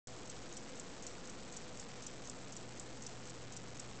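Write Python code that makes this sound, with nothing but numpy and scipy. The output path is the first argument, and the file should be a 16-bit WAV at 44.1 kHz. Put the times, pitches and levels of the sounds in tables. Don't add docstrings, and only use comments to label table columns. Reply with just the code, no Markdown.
import sys
import numpy as np
from scipy import signal
from scipy.fft import rfft, irfft
from scipy.io import wavfile

SR = 44100
rng = np.random.default_rng(int(sys.argv[2]) if len(sys.argv) > 2 else 0)


def inscribe(sig):
    pcm = np.round(np.clip(np.atleast_2d(sig).T, -1, 1) * 32767)
    wavfile.write(sys.argv[1], SR, pcm.astype(np.int16))


N = 176400
CONVERTER_RATE_HZ = 16000

# pitch_hz, t60_s, tick_db, tock_db, light_contact_db
MOVEMENT_MODES = [ (4755, .012, -20, -13, -22), (5330, .015, -5.5, -7, -17), (5615, .015, -3, -5, -14),
                  (5962, .016, -7, 1, -9), (6417, .022, -2.5, -11, -0.5), (6552, .018, -4.5, -11, -7.5),
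                  (7088, .019, 0.5, 2, -3.5), (7608, .018, 1.5, -2.5, -2.5), (7847, .011, 2, 1, -3), ]


def escapement():
    # start_s, pallet (0 tick, 1 tock), level_db, rebound_delay_s, rebound_db,
    # light_gain_db
    beats = [ (0.0665, 1, -49.5, .0055, -51.5, -0.5), (0.2982, 0, -49, .0025, -51, 0.5),
             (0.5682, 1, -49, 0.0051, -49.5, -.5), (0.7974, 0, -47, .0032, -54.5, 0),
             (1.0666, 1, -45.5, .0042, -55, .5), (1.2969, 0, -51, .0030, -56, 3.5),
             (1.5665, 1, -49, .0038, -48, 0), (1.7968, 0, -47, 0.0025, -54, 1),
             (2.0657, 1, -46, 0.0024, -48, 0), (2.2968, 0, -45.5, 0.0019, -55.5, 5),
             (2.5657, 1, -48.5, .0055, -51, .5), (2.7967, 0, -46, .0043, -57.5, -4),
             (3.0649, 1, -46.5, 0.003, -52.5, 1.5), (3.2964, 0, -54, 0.0042, -54, 1),
             (3.5655, 1, -48.5, .0055, -49.5, 1.5), (3.7962, 0, -49.5, 0.003, -47, 0.5), ]
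    # pallet, lead_s, level_db, chatter_s, t60_ratio
    light_contacts = [ (0, .0432, -60.5, .0030, 1.2), (0, .0240, -56.5, 0.0018, 1.0),
                      (1, .0424, -52, 0.00024, .17), (1, .0405, -58.5, 0.0015, .9),
                      (1, .0300, -58, .0022, 0.97), ]
    _, _, tick_modes_db, tock_modes_db, light_modes_db = np.transpose(MOVEMENT_MODES)
    out = np.zeros(N)
    for start_s, pallet, drop_db, rebound_delay_s, rebound_db, light_gain_db in beats:
        modes_db = tock_modes_db if pallet else tick_modes_db
        add(out, start_s, steel_contact(drop_db, modes_db, chatter_s=.0007))
        add(out, start_s + rebound_delay_s, steel_contact(rebound_db, modes_db, chatter_s=.0009))
        for side, lead_s, level_db, chatter_s, t60_ratio in light_contacts:
            if side == pallet:
                touch = steel_contact(level_db + light_gain_db, light_modes_db, chatter_s, t60_ratio)
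                add(out, start_s - lead_s, touch)
    return out


def steel_contact(level_db, modes_db, chatter_s, t60_ratio=1):
    length_s, attack_s, level_window_s = .05, .00012, .01
    shiver_db, shiver_s = -26, .011
    radiation_hz = 4897
    t = np.arange(int(length_s * SR)) / SR
    attack = 1 - np.exp(-t / attack_s)
    shiver = from_db(shiver_db) * np.exp(-t / shiver_s)
    envelope = attack * (np.exp(-t / chatter_s) + shiver)
    ringing = 0
    for (pitch_hz, t60_s, *_), mode_db in zip(MOVEMENT_MODES, modes_db):
        force = envelope * rng.standard_normal(len(t))
        mode = ring(force, pitch_hz, t60_s * t60_ratio)
        ringing += from_db(mode_db) * mode / np.linalg.norm(mode)
    high_pass = signal.butter(4, radiation_hz, "high", fs=SR, output="sos")
    radiated = signal.sosfilt(high_pass, ringing)
    return from_db(level_db) * np.sqrt(level_window_s * SR) * radiated / np.linalg.norm(radiated)


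def ring(force, pitch_hz, t60_s):
    radius = from_db(-60 / (t60_s * SR))
    angle_rad = 2 * np.pi * pitch_hz / SR
    feedback = [1, -2 * radius * np.cos(angle_rad), radius ** 2]
    return np.sqrt(1 - radius ** 2) * signal.lfilter([0, np.sin(angle_rad)], feedback, force)


def room_rumble():
    # frequency_hz, relative_density_db
    spectrum = [(15, 8.5), (25, 10), (50, 10), (90, 5.5), (160, 10.5), (205, 11.5), (265, 13), (322, 8),
                (355, 10), (415, 6), (500, 12), (570, 4), (680, 4), (1000, -1), (1500, -5.5), (2200, -7),
                (3200, -10.5), (6000, -11.5), (8000, -10.5)]
    level_db = -55
    frequency_hz, density_db = np.transpose(spectrum)
    bins_hz = np.maximum(np.fft.rfftfreq(N, 1 / SR), 1)
    colour = from_db(np.interp(np.log(bins_hz), np.log(frequency_hz), density_db))
    colour *= bins_hz < CONVERTER_RATE_HZ / 2
    noise = irfft(rfft(rng.standard_normal(N)) * colour, N)
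    return from_db(level_db) * noise / noise.std()


def mains_hum():
    # time_s, level_db
    envelope = [(0.1, -62.5), (0.85, -73.5), (1.6, -70), (2.2, -65.5), (2.65, -62), (4.0, -59)]
    level_db = np.interp(np.arange(N) / SR, *np.transpose(envelope))
    return tone(pitch_hz=119.97, level_db=level_db)


def whine():
    # pitch_hz, level_db
    tones = [(500, -74), (721, -77), (1427, -79.5), (7249, -80.5), (7678, -78), (7692, -76.5), (7707, -78)]
    return sum(tone(pitch_hz, level_db) for pitch_hz, level_db in tones)


def tone(pitch_hz, level_db):
    t = np.arange(N) / SR
    return np.sqrt(2) * from_db(level_db) * np.sin(2 * np.pi * (pitch_hz * t + rng.random()))


def from_db(db):
    return 10 ** (np.asarray(db) / 20)


def add(out, start_s, sound):
    i = max(int(start_s * SR), 0)
    out[i:i + len(sound)] += sound[:len(out) - i]


def scene():
    return (escapement() + room_rumble() + mains_hum() + whine())[None]


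def record(dry):
    step, offset_steps = .00555, -.447
    start_s, cutoff_hz = .072, 8030
    sampled = signal.resample(dry, N * CONVERTER_RATE_HZ // SR, axis=-1)
    running = np.arange(sampled.shape[-1]) / CONVERTER_RATE_HZ >= start_s
    stepped = step * np.round(sampled / step + offset_steps) * running
    up_factor = SR // np.gcd(SR, CONVERTER_RATE_HZ)
    filter_rate_hz = up_factor * CONVERTER_RATE_HZ
    low_pass = signal.firwin(32 * up_factor + 1, cutoff_hz, window=("kaiser", 8), fs=filter_rate_hz)
    return signal.resample_poly(stepped, SR, CONVERTER_RATE_HZ, axis=-1, window=low_pass)


dry = scene()
out = record(dry)
inscribe(out)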